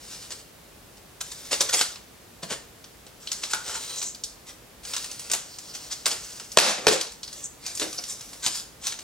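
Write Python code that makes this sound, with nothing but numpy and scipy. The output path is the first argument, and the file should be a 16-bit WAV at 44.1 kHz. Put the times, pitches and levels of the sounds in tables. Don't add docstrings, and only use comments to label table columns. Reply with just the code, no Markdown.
import sys
import numpy as np
from scipy import signal
from scipy.fft import rfft, irfft, next_fast_len
from scipy.io import wavfile
from scipy.ndimage import uniform_filter1d, map_coordinates

SR = 44100
rng = np.random.default_rng(int(sys.argv[2]) if len(sys.argv) > 2 else 0)


def generate_wav(signal):
    frames = np.transpose(np.atleast_2d(signal))
    scaled = np.clip(frames, -1, 1) * 32767
    pcm = np.round(scaled).astype(np.int16)
    wavfile.write(sys.argv[1], SR, pcm)


N = 398223

# [hz, density_db]
TONE_SPECTRUM = [(15, -25), (30, -6), (45, 2), (60, 0.5), (80, -5), (120, -3), (220, -5), (500, -6.5),
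                 (1000, -12), (2000, -15), (4000, -17), (10000, -20), (16000, -23)]
# [hz, correlation]
TONE_ALIKE = [(60, 1), (150, 0.77), (400, 0.38), (1000, 0.28), (4000, 0.34), (14000, 0.19)]
# [start_s, peak_s, end_s, peak_level_db]
SLIDE_EVENTS = [(0, 0.104, .42, -41), (1.25, 1.74, 1.95, -37), (3.2, 3.403, 4.1, -41.5),
                (3.64, 3.94, 4.08, -34.5), (4.83, 4.895, 5.35, -36), (5.43, 5.815, 6.53, -42),
                (6.1, 6.24, 6.56, -40.5), (7.22, 7.41, 7.48, -44), (7.7, 7.818, 8.43, -40),
                (8.82, 8.9, 8.9, -42)]
# [hz, density_db]
HISS_SPECTRUM = [(500, -33), (1500, -18), (2500, -2.5), (4000, 3.5), (5500, 6.5), (7800, 4), (10000, 1),
                 (12500, -5.5), (16000, -4)]
# [hz, density_db]
RASP_SPECTRUM = [(100, -10), (280, -4.5), (450, 7.5), (750, 0), (1350, 5.5), (2200, 3.5), (4000, -8.5),
                 (9000, -51)]
# [middle_s, length_s, level_db, body_re_rasp_db]
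SCUFF_EVENTS = [(.132, 0.044, -42, -13), (.235, 0.041, -46, -10), (.323, 0.014, -33, -2),
                (.976, .014, -51.5, -7), (1.212, 0.0069, -25, -12), (1.321, 0.0077, -32, -18),
                (1.519, 0.012, -23.5, -1), (1.695, 0.0097, -23, -5.5), (1.79, 0.043, -23.5, -9),
                (2.518, 0.037, -29, 7.5), (3.44, 0.042, -36.5, -18), (3.515, 0.029, -32.5, -14),
                (3.694, 0.056, -33.5, -2), (3.752, 0.044, -32, -4.5), (4.49, 0.038, -42, -6),
                (4.941, 0.016, -34, -6), (5.341, 0.057, -36, 1), (5.753, 0.023, -34, -12),
                (5.921, 0.024, -31.5, -12), (6.125, 0.081, -34, 1), (6.615, 0.052, -17.5, 8),
                (6.672, 0.075, -19.5, 6), (6.786, 0.014, -30.5, 22), (6.86, 0.067, -37, 18),
                (6.925, 0.029, -18.5, -3), (7.009, 0.02, -31, -19), (7.681, 0.087, -38, -8),
                (7.86, 0.046, -43.5, 19), (7.991, 0.015, -39.5, 9), (8.108, 0.049, -34, -24),
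                (8.447, 0.031, -27.5, -14), (8.556, 0.079, -32, -20), (8.872, 0.069, -32.5, -13)]
# [start_s, level_db, crack_hz, body_re_crack_db]
SNAP_EVENTS = [(.306, -35, 5370, -8), (1.9578, -38.5, 4420, -4), (2.8419, -41.5, 4900, -12),
               (3.0658, -44, 5200, -1), (3.2731, -29.5, 3800, -34), (3.3175, -22, 5740, -26),
               (3.4353, -25, 4470, -9.5), (4.0163, -28.5, 6000, -12), (4.0277, -29, 6360, -15),
               (4.1472, -37, 5570, -28), (4.2372, -25.5, 5500, -56), (4.8512, -34.5, 6750, -12),
               (4.936, -26, 5100, -11), (4.965, -24, 5400, -17), (5.043, -31, 6940, -7),
               (5.1144, -32, 6660, -28), (5.195, -33, 7840, -20), (5.2993, -30, 6030, -2),
               (5.3148, -19.5, 8100, -20), (5.335, -18.5, 7650, -5), (5.5858, -33.5, 5940, -23),
               (6.0576, -17.5, 6340, -12), (6.0637, -18.5, 7000, -3.5), (6.1142, -25, 4860, -19),
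               (6.3986, -33.5, 5440, -7), (6.5178, -33, 6600, -32), (7.0107, -21.5, 5000, -26),
               (7.069, -37, 4320, -20), (7.12, -39, 7020, -32), (7.2314, -30.5, 4870, -31),
               (7.278, -36.5, 4430, -17), (7.329, -35, 5900, -20), (7.6646, -27.5, 5630, -27),
               (7.752, -30, 7500, -37), (7.7744, -29.5, 6640, -25), (7.7966, -23.5, 5800, -18),
               (7.9289, -32.5, 5800, -21), (8.0386, -31.5, 5170, -32), (8.2085, -35.5, 5550, -16),
               (8.3317, -38.5, 6760, -2), (8.868, -22.5, 6100, -16), (8.9226, -30.5, 4970, -6),
               (8.9897, -34.5, 6200, -5.5)]
# [start_s, snap_db, body_re_crack_db, drag_db, drag_length_s, ring_db, best_excited_hz]
BUMP_EVENTS = [(1.5284, -20.5, -4, -27, .033, -19, 490), (1.6075, -17.5, -8.5, -18.5, .012, -17.5, 484),
               (1.735, -30, -7.5, -18, 0.022, -21, 525), (1.8115, -17, -8, -25.5, 0.014, -20, 1500),
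               (2.431, -36, 5, -33, .016, -27, 140), (3.5346, -21, -4.5, -26.5, 0.008, -12.5, 1170),
               (7.817, -28, 4, -28, .028, -16, 327), (8.4634, -18, -8.5, -28, 0.024, -31.5, 192)]
# [start_s, level_db, best_excited_hz]
KNOCK_EVENTS = [(2.511, -30.5, 141), (3.695, -25, 1050), (3.753, -23.5, 1100), (7.798, -23.5, 380)]
# [mode_hz, level_db, t60_s]
PANEL_MODES = [(72, -5, 0.071), (174.6, -1, 0.032), (245, -27, 0.054), (325.4, -0.5, 0.17),
               (388, -5.5, 0.15), (429, -4, 0.11), (446, 5, 0.091), (536, 7, 0.057), (560, 0, 0.069),
               (700, -6, 0.041), (899, 11, 0.053), (1048, 9, 0.07), (1182, -20, 0.03), (1420, -1, 0.07),
               (1407, 25, 0.024), (1940, -1, .06)]
# [middle_s, length_s, level_db, centre_hz]
SKIM_EVENTS = [(3.989, 0.056, -33.5, 6600), (4.063, 0.1, -32, 6900), (5.527, 0.052, -43.5, 4870),
               (5.706, 0.025, -41, 5100), (5.924, 0.018, -26.5, 6100), (7.382, 0.12, -46, 6980),
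               (7.448, 0.043, -31.5, 7300), (7.991, 0.029, -33, 5370), (8.11, 0.039, -34, 7750)]
# [start_s, snap_db, body_re_crack_db, rebound_db, boom_db, boom_hz, thud_db]
FLAP_EVENTS = [(6.5726, 3.5, 6.5, 6.5, 3, 720, -21), (6.8687, -3, 7, -7, 5, 450, -6.5)]
# [hz, correlation]
ROOM_LIKENESS = [(100, 1), (400, 0.4), (1000, 0.19), (4000, 0.83), (12000, 0.12)]
# [hz, t60_s]
ROOM_DECAY = [(100, 0.21), (400, 0.28), (1000, 0.4), (3000, 0.37), (7000, .4), (14000, 0.18)]
# [hz, gain_db]
ROOM_COLOUR = [(100, 4.5), (400, 1.5), (1000, 1.5), (3000, -0.5), (7000, -0.5), (11000, 5), (15000, 1.5)]
# [hz, phase_rad]
LEFT_LEAD = [(0, 1), (1400, 0.07), (3800, 1.13), (5200, 0.73), (7000, 1.08), (8600, 0.72), (11000, 4),
             (16000, 3.5)]

ROOM_TONE_DB = -49.5
RISE_DB, EASE_DB, SLIDE_FADE_S = 7.5, 8.5, 0.0033
TICKS_PER_S, TICK_DB, TICK_SCATTER_DB = 4, 2, 4
TICK_HZ, TICK_BODY_DB, TICK_TOP_DB = 5700, -15, -45
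RASP_HZ, RASP_SCATTER = 6370, 0.01
MIDDLE_DB, MIDDLE_GROWS = -3.5, 0.45
BUMP_HZ = 5600
DRAG_BODY_DB, DRAG_PEAK = -0.5, .3
FLAP_HZ = 5200
REBOUND_S, REBOUND_HZ = .013, 5400
REBOUND_BODY_DB, REBOUND_BOOM_DB = -2, -9
THUD_HZ = 172
ATTACK_S, TOP_HZ = .0015, 16000


def amp(db):
    return 10 ** (np.asarray(db) / 20)


def unit(x):
    return x / np.sqrt(np.mean(x ** 2) + 1e-20)


def along(points, hz):
    f, v = np.transpose(points)
    return np.interp(np.log(hz + 1), np.log(f + 1), v)


def wobble(rate, n):
    knots = rng.standard_normal(int(N * rate / SR) + 4)
    return map_coordinates(knots, [np.arange(n) * rate / SR])


def filtered(x, response):
    n = x.shape[-1]
    m = next_fast_len(n + 8192)
    return irfft(rfft(x, m) * response(np.fft.rfftfreq(m, 1 / SR)), m)[..., :n]


def coloured(x, points, size=2048):
    cepstrum = irfft(np.log(amp(along(points, np.fft.rfftfreq(size, 1 / SR)))))
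    cepstrum[1:size // 2] *= 2
    cepstrum[size // 2 + 1:] = 0
    impulse = irfft(np.exp(rfft(cepstrum)))
    return signal.fftconvolve(x, impulse)[:len(x)]


def add(track, s, sound):
    i = max(0, round(s * SR))
    part = track[..., i:i + sound.shape[-1]]
    part += sound[..., :part.shape[-1]]


def noise_pair(n, alike):
    def balance(hz):
        turn = np.arccos(np.clip(along(alike, hz), -1, 1)) / 2
        return np.array([np.cos(turn), np.sin(turn)])

    mid, side = filtered(rng.standard_normal((2, n)), balance)
    return np.array([mid + side, mid - side])


def friction(n, rate, spread_db, smooth):
    chance, size = rng.random(n), rng.exponential(size=n)
    sign, hiss = rng.choice([-1, 1], n), rng.standard_normal(n)
    slips = (chance < rate / SR) * sign * amp(spread_db * np.minimum(size, 4))
    return unit(unit(slips) + smooth * hiss)


def board(crack_hz, hollow_db):
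    crack_hz = np.clip(crack_hz, 3200, 8000)
    middle_db = MIDDLE_DB + MIDDLE_GROWS * hollow_db
    bright_db = 14 * np.log2(crack_hz / 6000)
    body = [(40, hollow_db - 34), (130, hollow_db - 18), (220, hollow_db - 10),
            (340, hollow_db - 5), (680, hollow_db)]
    middle = [(1000, middle_db + .5), (2100, middle_db + .5)]
    crack = [(crack_hz * 0.82, .5), (crack_hz * 1.18, -.5)]
    top = [(9300, bright_db - 7), (12500, bright_db - 16), (16000, bright_db - 19)]
    return body + middle + crack + top


def uneven(points, depth_db, count=70):
    hz = np.geomspace(40, 16000, count)
    return np.transpose([hz, along(points, hz) + depth_db * rng.standard_normal(count)])


def in_room(direct, radiated, wet_db, walls_db=-9, count=7):
    n = SR // 2
    hz, t, z = signal.stft(noise_pair(n, ROOM_LIKENESS), SR, nperseg=256)
    decay = amp(-60 * t / along(ROOM_DECAY, hz)[:, None])
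    tail = signal.istft(z * decay, SR, nperseg=256)[1][:, :n]
    tail *= 1 - np.exp(-(np.arange(n) / SR / 0.0007) ** 2)
    walls, strength = np.zeros((2, n)), rng.standard_normal(count)
    arrival = (rng.uniform(.005, .02, count) * SR).astype(int)
    slant = rng.integers(-3, 4, count)
    walls[0, arrival], walls[1, arrival + slant] = strength, strength
    answer = amp(wet_db) * tail / np.linalg.norm(tail[0])
    answer += amp(walls_db) * walls / np.linalg.norm(strength)
    answer = filtered(answer, lambda hz: amp(along(ROOM_COLOUR, hz)))
    out = signal.fftconvolve(radiated[None], answer, axes=1)
    add(out, 0, direct)
    return out


def room_tone():
    noise = noise_pair(N, TONE_ALIKE)
    return amp(ROOM_TONE_DB) * unit(filtered(noise, lambda hz: amp(along(TONE_SPECTRUM, hz))))


def slide_db(t, start, peak, end, db):
    return np.interp(t, [start, peak, end], [db - RISE_DB, db, db - EASE_DB])


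def slides(hiss_db=-2, rasp_db=-14.0):
    out = np.zeros((2, N))
    for start, peak, end, db in SLIDE_EVENTS:
        t = start + np.arange(SR) / SR
        slips = friction(len(t), rate=300, spread_db=3.0, smooth=2.1)
        slips *= amp(1.5 * wobble(60.65, len(t)))
        hiss = amp(hiss_db) * unit(coloured(slips, uneven(HISS_SPECTRUM, depth_db=2.5)))
        rasp = amp(rasp_db) * unit(coloured(slips, uneven(RASP_SPECTRUM, depth_db=2.5)))
        touch = np.clip(np.minimum(t - start, end - t) / SLIDE_FADE_S, 0, 1)
        rub = touch * amp(slide_db(t, start, peak, end, db)) * (hiss + rasp)
        add(out, start, in_room(rub, rub, wet_db=-7.0))
    return out


def ticks(count=12):
    cracks = []
    for start, peak, end, db in SLIDE_EVENTS:
        gap, strength = rng.random((count, 2)).T
        times = start + np.cumsum(.5 + gap) / TICKS_PER_S
        scatter_db = TICK_SCATTER_DB * (2 * strength - 1)
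        levels = slide_db(times, start, peak, end, db) + TICK_DB + scatter_db
        for s, level in zip(times, levels):
            if s < end:
                cracks.append((s, min(level, TICK_TOP_DB), TICK_HZ, TICK_BODY_DB))
    return snaps(cracks)


def scuffs(rows, level_db=-1.5):
    out, t = np.zeros((2, N)), np.arange(SR // 4) / SR - 1 / 8
    for s, length, db, body_db in rows:
        pressure = np.exp(-np.abs(t / (0.6 * length)) ** 2.2) * amp(1.4 * wobble(220.2, len(t)))
        crack_hz = RASP_HZ * np.exp(RASP_SCATTER * rng.standard_normal())
        spot = uneven(board(crack_hz, body_db), depth_db=2)
        rasp = coloured(pressure * friction(len(t), rate=1400, spread_db=3.5, smooth=0.9), spot)
        rasp *= amp(db + level_db) * np.sqrt(length * SR) / np.linalg.norm(rasp)
        add(out, s + t[0], in_room(rasp, rasp, wet_db=-5))
    return out


def snaps(rows, level_db=0, crumble=0.61, crumble_t60=0.053, bounce=0.99):
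    out, t = np.zeros((2, N)), np.arange(SR // 25) / SR
    kick = signal.unit_impulse(len(t))
    for s, db, crack_hz, body_db in rows:
        burst = 2 * kick + rng.standard_normal(len(t)) * amp(-60 * t / 0.0041)
        fibres = friction(len(t), rate=3300, spread_db=-0.5, smooth=0.35)
        burst += crumble * fibres * amp(-60 * t / crumble_t60)
        echo = kick + rng.standard_normal(len(t)) * amp(-60 * t / 0.0045)
        add(burst, rng.uniform(.0019, .0027), bounce * echo)
        spot = uneven(board(crack_hz, body_db), depth_db=2)
        clicks = [coloured(push, spot) for push in (burst, kick)]
        size = amp(db + level_db) * np.sqrt(.006 * SR)
        direct, radiated = [size * click / np.linalg.norm(click) for click in clicks]
        add(out, s, in_room(direct, radiated, wet_db=-4.5))
    return out


def bumps():
    cracks, drags, blows = [], [], []
    for s, snap_db, body_db, drag_db, length, ring_db, ring_hz in BUMP_EVENTS:
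        cracks.append((s, snap_db, BUMP_HZ, body_db))
        drags.append((s + DRAG_PEAK * length, length, drag_db, body_db + DRAG_BODY_DB))
        blows.append((s, ring_db, ring_hz))
    return snaps(cracks) + scuffs(drags) + knocks(blows)


def knocks(rows, level_db=0, attack=0.00038, selective_db=15, waver=0.81):
    out, t = np.zeros((2, N)), np.arange(SR // 5) / SR
    hz, mode_db, t60 = np.transpose(PANEL_MODES)[:, :, None]
    for s, db, best_hz in rows:
        share = amp(mode_db - selective_db * np.log2(hz / best_hz) ** 2)
        drift = waver * np.array([wobble(f / 8, len(t)) for f in hz[:, 0]])
        side = rng.choice([-1, 1], hz.shape)
        modes = side * share * amp(-60 * t / t60) * np.sin(2 * np.pi * hz * t + drift)
        ring = np.sum(modes, axis=0) / share.sum()
        ring *= amp(db + level_db) * (1 - np.exp(-t / attack))
        add(out, s, in_room(ring, ring, wet_db=-4))
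    return out


def skims(level_db=-2, width=0.18, flutter_db=3.0):
    out, t = np.zeros((2, N)), np.arange(SR // 4) / SR - 1 / 8
    for s, length, db, centre_hz in SKIM_EVENTS:
        grain = rng.standard_normal(len(t))
        band = unit(filtered(grain, lambda hz: 1 / (1 + ((hz / centre_hz - 1) / width) ** 4)))
        swell = np.exp(-(t / (0.47 * length)) ** 2)
        skim = band * swell * amp(db + level_db + flutter_db * wobble(133, len(t)))
        add(out, s + t[0], in_room(skim, skim, wet_db=-9.5))
    return out


def flaps():
    cracks, blows = [], []
    for s, snap_db, body_db, rebound_db, boom_db, boom_hz, thud_db in FLAP_EVENTS:
        rebound_s = s + REBOUND_S
        cracks += [(s, snap_db, FLAP_HZ, body_db), (rebound_s, rebound_db, REBOUND_HZ, REBOUND_BODY_DB)]
        blows += [(s, boom_db, boom_hz), (s, thud_db, THUD_HZ)]
        blows.append((rebound_s, boom_db + REBOUND_BOOM_DB, boom_hz))
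    return snaps(cracks) + knocks(blows)


def scene():
    quiet = room_tone()
    box = slides() + ticks() + scuffs(SCUFF_EVENTS) + snaps(SNAP_EVENTS)
    box += bumps() + knocks(KNOCK_EVENTS) + skims() + flaps()
    box = filtered(box, lambda hz: np.exp(.5j * along(LEFT_LEAD, hz) * np.array([[1], [-1]])))
    return box * amp([[.2], [-.2]]) + quiet


def record(dry, threshold_db=-11, release=0.092, low_cut_hz=45):
    t = np.arange(N) / SR
    power = np.abs(uniform_filter1d(np.mean(dry ** 2, axis=0), size=88))
    over_db = np.maximum(10 * np.log10(power + 1e-12) - threshold_db, 1e-6)
    duck_db = np.exp(np.maximum.accumulate(np.log(over_db) + t / release) - t / release)
    keep = np.exp(-1 / (ATTACK_S * SR))
    smooth_duck_db = signal.lfilter([1 - keep], [1, -keep], duck_db)
    limited = np.clip(dry * amp(-smooth_duck_db), -1, 1)
    low_cut = signal.butter(2, low_cut_hz, "highpass", fs=SR, output="sos")
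    limited = signal.sosfilt(low_cut, limited)
    return filtered(limited, lambda hz: 1 / (1 + (hz / TOP_HZ) ** 120))


dry = scene()
out = record(dry)
generate_wav(out)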